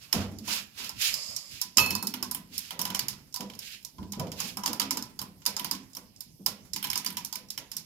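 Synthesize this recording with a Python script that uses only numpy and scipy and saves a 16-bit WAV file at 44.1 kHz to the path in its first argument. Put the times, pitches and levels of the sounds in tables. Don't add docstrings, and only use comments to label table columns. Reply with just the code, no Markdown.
import sys
import numpy as np
from scipy import signal
from scipy.fft import rfft, irfft, next_fast_len
from scipy.io import wavfile
from scipy.ndimage import uniform_filter1d

SR = 44100
rng = np.random.default_rng(int(sys.argv[2]) if len(sys.argv) > 2 else 0)


def to_linear_factor(level_db):
    exponent = np.asarray(level_db, float) / 20
    return 10 ** exponent


def persist_wave(psi):
    counts = np.round(np.clip(psi, -1, 1) * 32767).astype(np.int16)
    wavfile.write(sys.argv[1], SR, np.atleast_2d(counts).T)


N = 346299

# (time [s], shaft level [dB], then re shaft: top end [dB], knob shell [dB], steel panel [dB])
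KNOB_CLICKS = [(0.1278, -14.0, -2.5, -5, -23), (0.3864, -37, -3, -19, -39), (0.4774, -29.5, -6.0, -6, -10),
               (0.7994, -45, -11.5, -15.5, -6), (0.844, -32.5, -2.0, -10, -25),
               (0.8928, -29.0, -2, -27.5, -17), (1.1404, -21, 1, -20.5, -40),
               (1.3641, -20.5, -27.0, -32.5, -37), (1.6151, -19.5, 1, -29, -28.5),
               (1.7714, -9.0, -18, -13.5, -25.5), (1.7822, -10.0, -5, -4.5, -19), (1.8009, -20, 3, -4, -13),
               (1.8613, -25.5, 5, -11, -10.5), (1.9066, -20, 0.5, -6.5, -25),
               (1.952, -20.5, -0.5, -32.5, -14), (2.0265, -28, 6.5, -19, -9),
               (2.0708, -22.5, 3.5, -24, -26), (2.139, -27.5, 3.5, 1.5, -13), (2.2268, -21.5, 0, -8.5, -16),
               (2.3125, -27, 9, -17.5, -16.5), (2.3477, -30, 11, -0.5, -17.5), (2.58, -24, 4.5, -28, -41),
               (2.7072, -30.5, 3.5, 4.5, -13), (2.7926, -21, -1.0, -8.5, -15.5), (2.815, -22, 3.5, -8, -39),
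               (2.8529, -23, 2, -2.5, -15.5), (2.9023, -30.5, 0.0, 3.5, -10), (2.9475, -20, -3, -4, -17),
               (2.9604, -29.5, -6, -11, -26), (2.9929, -19.0, 0, -8.5, -26.5),
               (3.0836, -20.0, 0.5, -14, -33), (3.1294, -41, -21, -2.5, -14), (3.326, -43, -33, -29, -37.0),
               (3.3425, -23.5, -7, -40, -23.5), (3.3607, -26.5, -1, -19, -19),
               (3.4072, -30, -3, -2.5, -11.5), (3.4996, -44.5, 0.0, 7.5, -12), (3.5364, -52.5, 2, 12, -3),
               (3.5514, -43, -2, -13.5, -27), (3.5912, -30.0, 0.0, -22, -36),
               (3.8282, -53, 6, -20.5, -37.0), (3.8492, -29.0, -2.5, -32.5, -33), (3.983, -53, -4, 5, 7.5),
               (4.0294, -57.0, 5, 11.5, 1), (4.122, -28.5, -1.5, -32.5, -27), (4.1337, -46, 3, 10.5, -1),
               (4.1968, -29, -1.5, -3, -9.5), (4.2697, -46.5, -2, 5.5, -12.0), (4.3181, -31, -4, -5.5, -20),
               (4.4026, -19.5, -7.0, -17, -20.0), (4.571, -26.5, 1.5, -7.5, -12),
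               (4.6357, -25.5, -11, -7, -11), (4.6602, -18.5, -2.5, -15.5, -16),
               (4.6771, -22.5, -5, -3.5, -20), (4.7311, -25.0, 2, -11, -14.0),
               (4.798, -17.5, 1.5, -5.5, -15), (4.817, -27, -22, 3.5, -21), (4.9082, -16, -3.5, -11, -20.0),
               (4.9719, -23.5, -3.0, -7.5, -14.5), (5.0245, -28, -3.0, -22.5, -20.0),
               (5.1911, -26.0, -5, -27, -19.5), (5.216, -32, 7, -5, -12.5), (5.4198, -50, -19, 3.5, -11),
               (5.454, -30.5, -4.0, -22.5, -17.0), (5.4628, -14, 1.5, -13.5, -24.5),
               (5.5661, -21, -13, -15, -18), (5.5958, -29.5, 7.5, 3, -19),
               (5.6456, -23.5, 2.0, -5.5, -13.5), (5.7118, -18.5, -0.5, -16, -19.5),
               (5.75, -36.5, -8.0, 1, -27), (5.9333, -42, -32, -30, -34.0), (5.9503, -33.5, 1, -37, -27),
               (5.9687, -32.5, 2.0, -6, -14), (6.1624, -45.5, -34, -37, -35.0),
               (6.2063, -33.0, 7, -35, -32.5), (6.4622, -15.5, 1.5, -13, -21.5),
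               (6.7342, -23, -30.0, -27, -43), (6.762, -23, -1.5, -6.5, -21.5),
               (6.8277, -29, 7.5, 0.5, -25), (6.8421, -30.5, 9.5, 6, -11), (6.847, -27, -5, 1, -27),
               (6.8703, -35, 7.0, 3, -14), (6.9016, -22, -2.0, -6, -19.5), (6.9317, -29, 4, 4.5, -33),
               (6.9569, -21.5, -4, -4, -17), (6.976, -21.5, 1.5, -32.5, -27), (7.047, -31, 6, 0.5, -37.0),
               (7.0626, -20.5, -2, -9, -21), (7.076, -40, 4.0, 4.5, -11), (7.1038, -36.5, 9, 3, -26.0),
               (7.126, -48, 13, -10.5, -11.0), (7.1702, -22.5, -0.5, -3.5, -21),
               (7.2483, -27, 3, -30, -27.0), (7.3271, -25.5, -2.0, -30, -20),
               (7.3561, -26.5, 2, -7.5, -26.0), (7.4864, -43.0, -12.0, -30.5, -37.0),
               (7.5038, -26.5, -1.0, -34, -38.5), (7.577, -26.5, -2, -2, -19.5),
               (7.7166, -28.5, 0, -11, -29), (7.767, -23, 0.5, -37, -35.5)]
# (factor on main ring [1], width [Hz], level [dB])
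SHAFT_MODES = [(1.0085, 303, 0), (1.34, 1380, -2), (0.76, 460, -8), (1.17, 1100, -7)]
# (frequency [Hz], width [Hz], level [dB])
TOP_MODES = [(9200, 1030, 18), (11660, 2050, 18.5), (14600, 1500, -35)]
# (frequency [Hz], width [Hz], level [dB])
SHELL_MODES = [(3060, 320, 9.5), (2415, 410, 2), (4240, 313, -10.5), (1720, 900, -7.5)]
# (frequency [Hz], width [Hz], level [dB])
PANEL_MODES = [(994, 51, 8.5), (918, 31, -2), (1071, 57, -6.5), (1250, 130, -3), (608, 63, -16)]
RING_HZ, RING_DROP_HZ_PER_DB, RING_SCATTER_HZ = 4860, 13.5, 257
CLICK_LEAD_S = 0.0008


def knob():
    t = np.arange(8192) / SR
    tap = np.exp(-t / 0.00003)
    groups, near = np.zeros((5, N)), np.zeros((2, N))
    for k, (time_s, db, top_db, shell_db, panel_db) in enumerate(KNOB_CLICKS):
        ring_hz = RING_HZ - RING_DROP_HZ_PER_DB * panel_db + RING_SCATTER_HZ * rng.standard_normal()
        shaft = [(ring_hz * factor, width, level) for factor, width, level in SHAFT_MODES]
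        parts = [(0, shaft), (top_db, TOP_MODES), (shell_db, SHELL_MODES)]

        decay = np.exp(-t / 0.0018) + 0.21 * np.exp(-t / 0.0047)
        rattle = rng.standard_normal((2, len(t))) * (1 - np.exp(-t / 0.00098)) * decay
        lag_s, bounce = rng.uniform((0.002, 0.1), (0.012, 0.45))
        rattle = rattle + bounce * np.roll(rattle, round(lag_s * SR), axis=1)
        snap = np.array([sum(to_linear_factor(level) * ringing(push, modes) for level, modes in parts)
                         for push in rattle])

        luck_db = 1.5 * rng.standard_normal(len(PANEL_MODES))
        struck = [(f, width, level + luck) for (f, width, level), luck in zip(PANEL_MODES, luck_db)]
        swell = (1 - np.exp(-t / 0.00088)) * np.exp(-t / 0.0081)
        shake = rng.standard_normal((2, len(t))) * swell
        pushes = [softened(shake[0] + 1.8 * push, hz=1430) for push in shake]
        panel = to_linear_factor(panel_db) * np.array([ringing(push, struck) for push in pushes])
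        add(near, time_s - CLICK_LEAD_S, to_linear_factor(db) * (snap + panel))

        around = sum(to_linear_factor(level) * ringing(tap, modes, spread=5.4) for level, modes in parts)
        to_walls = to_linear_factor(db + 6) * (around + to_linear_factor(-4.5) * panel[0])
        add(groups[k % len(groups)], time_s - CLICK_LEAD_S, to_walls)
    return near + to_linear_factor(-1.0) * sum(kitchen(group) for group in groups)


BELL_PARTIAL_HZ = [1247, 1276, 2588, 2652, 3058, 4293, 6352, 7035, 8807, 11694, 12090, 14996]
# (level [dB], T60 [s])
BELL_PARTIALS = [(-0.5, 0.17), (-7.5, 0.24), (4.5, 0.51), (-1, .4), (-15, 0.55), (-9, 0.92), (-18, .5),
                 (-12.5, 0.41), (-6.5, 0.27), (1, 0.31), (-7, .06), (-26, .22)]
BELL_S, BELL_DB = 1.782, -27.5


def bell():
    t, out = np.arange(SR) / SR, np.zeros((2, N))
    ear_phase_turns = np.array([[0], [0.15]])
    swell = 1 - np.exp(-(t / 0.0028) ** 2)
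    for hz, (db, t60_s) in zip(BELL_PARTIAL_HZ, BELL_PARTIALS):
        partial = np.sin(2 * np.pi * (hz * t + ear_phase_turns))
        add(out, BELL_S, to_linear_factor(BELL_DB + db - 60 * t / t60_s) * partial * swell)
    return out


# (time [s], level [dB], boom [Hz], 350-700 Hz part re boom [dB], part under 125 Hz re boom [dB])
THUD_BLOWS = [(0.144, -26.5, 210, -7.5, -7), (0.32, -40.5, 213, -29.0, -4.5),
              (0.401, -47.5, 210.0, -28, -13), (0.48, -45, 200, -25, -12.5), (0.798, -51, 219, -16.0, -11),
              (1.647, -55, 195.0, -14, -9), (1.773, -32, 158, -4, -4.5), (1.906, -37, 193, -13, -24.0),
              (2.027, -39, 242.0, -18, -30.0), (2.139, -41, 236, -11, -18.0),
              (2.219, -42.5, 233, -9.5, -11), (2.352, -47, 186, -11.0, -13.5), (2.506, -51, 196.7, -35, -8),
              (2.72, -48.5, 174, -2.0, -13.0), (2.791, -43, 186, -3, -26.0), (2.9, -39.5, 198, -10, -14.5),
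              (3.021, -44, 139, -22, -32), (3.402, -39.0, 212, -4.5, -30.0), (3.984, -42, 196, -13, 1),
              (4.013, -35, 201, -18, -14), (4.175, -34, 150, -30.0, -6), (4.199, -36.5, 179, 0.0, -24),
              (4.437, -41.5, 186, -10.5, -30), (4.571, -41.5, 203.2, -9, -16),
              (4.675, -35.5, 214, -3.5, -16), (4.818, -38, 267, -5.5, -15),
              (4.914, -37, 264.0, -9.5, -26.0), (4.974, -41, 235, -34, -25), (5.207, -45.0, 187, -9, -15.5),
              (5.478, -45.5, 213, -2.5, -11.5), (5.607, -42, 171.0, -10.5, -20),
              (5.725, -41.5, 264, -12, -23), (5.969, -50, 249, -6.5, -18), (6.4, -44.5, 195, -27.5, -30.0),
              (6.468, -47, 199, -0.5, -19), (6.739, -46, 171, -19, -32), (6.848, -46.5, 159.6, -16, -12.5),
              (6.96, -47.5, 204.0, -9, -24), (7.069, -44.5, 183, -20, -30.0),
              (7.171, -50.5, 217.0, -13, -27.0), (7.367, -54, 200.0, -2.5, -10),
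              (7.582, -55, 277, 0.5, -19.0), (7.749, -55.5, 163, -10, -16)]
# (frequency [Hz], width [Hz], level [dB])
BODY_MODES = [(143, 28, -16), (199.9, 11, 0), (227, 76, 0), (276, 220, -5.5)]
# (frequency [Hz], width [Hz], level [dB])
SIDE_MODES = [(415.3, 13, -2.5), (501, 60, 5), (597, 150, 3.5)]
# (frequency [Hz], width [Hz], level [dB])
FLOOR_MODES = [(93.8, 9.7, -2.5), (72, 54, -1)]
BOOM_T60_S, BOOM_SLOPE = 0.59, 0.95


def thuds():
    t, out = np.arange(32768) / SR, np.zeros((2, N))
    for time_s, db, boom_hz, upper_db, deep_db in THUD_BLOWS:
        t60_s = BOOM_T60_S * (200 / boom_hz) ** BOOM_SLOPE
        envelope = (1 - np.exp(-t / 0.0088)) * to_linear_factor(-60 * t / t60_s)
        blow = rng.standard_normal((2, len(t))) * envelope
        blow[1] = 0.7 * blow[0] + 0.34 * blow[1]
        for ear, push in zip(out, blow):
            boom = ringing(softened(push, hz=330), BODY_MODES + [(boom_hz, 22, 4)])
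            upper = to_linear_factor(upper_db) * ringing(softened(push, hz=705), SIDE_MODES)
            deep = to_linear_factor(deep_db) * ringing(softened(push, hz=123.6), FLOOR_MODES)
            add(ear, time_s - 0.01, to_linear_factor(db) * (boom + upper + deep))
    return out


# (time of full level [s], hold [s], level [dB], part above about 4 kHz [dB], part below 1.5 kHz [dB])
SCUFF_STROKES = [(0.024, .03, -58.5, -2, 2), (0.154, 0.066, -47, -5.5, 14.5),
                 (0.493, 0.075, -38.5, -2, 3.5), (0.789, 0.079, -45.5, -5.5, 2),
                 (1.02, 0.057, -33, -3, -10), (1.518, .12, -53.5, -3, -11), (2.543, 0.14, -53, -1.5, -6),
                 (3.628, .12, -49, -6, -18), (4.398, 0.084, -46, -1, -2)]
# (frequency [Hz], relative density [dB per Hz])
GRIT_SPECTRUM = [(290, -26), (500, -11.5), (553, -17), (2070, -6.5), (2540, 1), (4660, -2), (8700, -4.5),
                 (12300, -5.5), (16000, -7)]
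LIFT_DB_PER_S = 259


def scuffs():
    rasp, out = patchy_noise(GRIT_SPECTRUM, patchy_db=1.5, size=256), np.zeros((2, N))
    rasp *= to_linear_factor(0.16 * unit_rms(uniform_filter1d(rng.standard_normal(N), size=120)))
    hz = np.fft.rfftfreq(N, 1 / SR)
    bright = irfft(rfft(rasp) / (1 + (4300 / (hz + 1)) ** 8), N)
    low = irfft(rfft(rasp) / (1 + (hz / 1500) ** 8), N)
    middle = rasp - bright - low
    for time_s, hold_s, db, bright_db, weight_db in SCUFF_STROKES:
        colour = middle + to_linear_factor(bright_db) * bright + to_linear_factor(weight_db) * low
        out += stroke(time_s, hold_s, db, LIFT_DB_PER_S) * colour / np.std(middle)
    return out + to_linear_factor(-9.5) * kitchen(out[0])


# (frequency [Hz], relative density [dB per Hz])
DRAG_SPECTRUM = [(240, -65), (400, -27), (598, -12), (697, -22.5), (1180, -15.5), (1580, -27),
                 (2150, -15.5), (3930, -14.5), (5110, -1.5), (5600, -14), (7630, -7.5), (8760, -13),
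                 (16000, -23.5)]
DRAG_S, DRAG_HOLD_S, DRAG_DB, DRAG_LIFT_DB_PER_S = 1.13, 0.17, -41, 53


def drag():
    gain = stroke(DRAG_S, DRAG_HOLD_S, DRAG_DB, DRAG_LIFT_DB_PER_S)
    return gain * patchy_noise(DRAG_SPECTRUM, patchy_db=1.3)


# (frequency [Hz], relative density [dB per Hz])
HISS_SPECTRUM = [(15, -45), (25, 4), (190, 6), (416, -11.5), (714, -16), (962, -16.5), (1190, -29),
                 (1740, -28), (2480, -19), (4030, -17), (5140, -13), (7110, -16.5), (8360, -14.5),
                 (12500, -13), (16000, -15)]
HISS_DB = -61


def room_hiss():
    return to_linear_factor(HISS_DB) * patchy_noise(HISS_SPECTRUM, patchy_db=3.0, size=1024)


# (frequency [Hz], T60 [s])
ROOM_T60 = [(100, 0.39), (300, 0.47), (1000, 0.27), (2000, 0.39), (5000, 0.18), (13000, 0.14)]
# (frequency [Hz], correlation [1])
EAR_LIKENESS = [(60, 0.63), (180, 0.67), (550, 0.038), (1650, 0.19), (4970, -0.23), (15000, 0.14)]


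def kitchen(x):
    taps = rng.standard_normal((2, SR // 2))
    hz, t, z = signal.stft(taps, SR, nperseg=256)
    same = np.clip(read(EAR_LIKENESS, hz), -1, 1)[:, None]
    z[1] = same * z[0] + np.sqrt(1 - same ** 2) * z[1]
    t60_s = read(ROOM_T60, hz)[:, None]
    fading = to_linear_factor(-60 * t / t60_s) + to_linear_factor(-21.5 - 60 * t / (2.6 * t60_s))
    tail = signal.istft(z * fading / np.sqrt(t60_s), SR, nperseg=256)[1]
    tail *= np.clip(np.arange(tail.shape[1]) / SR / 0.0024 - 0.4, 0, 1)
    return signal.fftconvolve(x[None], tail / np.linalg.norm(tail[0]), axes=1)[:, :N]


def patchy_noise(spectrum, patchy_db, size=512):
    hz = np.fft.rfftfreq(size, 1 / SR)
    a, b, c, d, patches = rng.standard_normal((4 * N // size + 5, len(hz), 5)).T
    patches = uniform_filter1d(patches, size=40, axis=0)
    patches = unit_rms(uniform_filter1d(patches, size=12, axis=1))
    same = np.clip(read(EAR_LIKENESS, hz), -1, 1)[:, None]
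    left = a + 1j * b
    right = same * left + np.sqrt(1 - same ** 2) * (c + 1j * d)
    z = np.array([left, right]) * to_linear_factor(read(spectrum, hz)[:, None] + patchy_db * patches)
    return unit_rms(signal.istft(z, nperseg=size, noverlap=3 * size // 4)[1][:, :N])


def ringing(push, modes, spread=1):
    hz, response = np.fft.rfftfreq(len(push), 1 / SR), 0
    for f, width, db in modes:
        low_cut = (1j * hz / (f + 1j * hz)) ** 2
        resonance = abs(width) ** 0.5 / (spread * abs(width) / 2 + 1j * (hz - f))
        response = response + to_linear_factor(db) * low_cut * resonance
    sound = irfft(rfft(push) * response, len(push))
    return sound / abs(sound).max()


def softened(push, hz):
    return signal.sosfilt(signal.butter(2, hz, fs=SR, output="sos"), push)


PRESS_DB_PER_S, SAG_DB_PER_S = 500, 18.5


def stroke(time_s, hold_s, db, lift_db_per_s):
    t = np.arange(N) / SR - time_s
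    press_db = PRESS_DB_PER_S * np.minimum(t, 0)
    sag_db = SAG_DB_PER_S * np.clip(t, 0, hold_s)
    lift_db = lift_db_per_s * np.maximum(t - hold_s, 0)
    return to_linear_factor(db + press_db - sag_db - lift_db)


def unit_rms(x):
    return x / np.sqrt(np.mean(x ** 2) + 1e-20)


def read(points, hz):
    f, value = np.transpose(points)
    return np.interp(np.log(hz + 1), np.log(f + 1), value)


def add(mix, time_s, sound):
    part = mix[..., round(time_s * SR):][..., :sound.shape[-1]]
    part += sound[..., :part.shape[-1]]


def scene():
    return knob() + bell() + thuds() + scuffs() + drag() + room_hiss()


def roll_off(x):
    return signal.sosfilt(signal.butter(12, 16560, fs=SR, output="sos"), x)


# (frequency [Hz], level [dB])
MIC_RESPONSE = [(1000, 2), (3500, 0), (4500, 3), (5200, 6), (6100, 1.5), (7000, 3.5), (8400, -4.5),
                (9500, -2.5), (12000, 1.5), (16000, -4)]
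# (frequency [Hz], left re right [dB])
PORT_BALANCE = [(60, -3.0), (120, -2.0), (240, -2.5), (480, -3.5), (950, -2.5), (1890, -6.5), (3770, -9.0),
                (7520, -9.5), (15000, -8.5)]
EDGE_HZ = 15640


def record(dry):
    size = next_fast_len(N)
    hz = np.fft.rfftfreq(size, 1 / SR)
    ratio = to_linear_factor(read(PORT_BALANCE, hz))
    colour = to_linear_factor(read(MIC_RESPONSE, hz)) / (1 + (hz / EDGE_HZ) ** 60) / (1 + (36 / (hz + 1)) ** 4)
    ports = 2 * colour * np.array([ratio, np.ones(len(hz))]) / np.sqrt(1 + ratio ** 2)
    heard = irfft(rfft(dry, size) * ports, size)[:, :N]
    return roll_off(np.clip(heard, -1, 1))


dry = scene()
out = record(dry)
persist_wave(out)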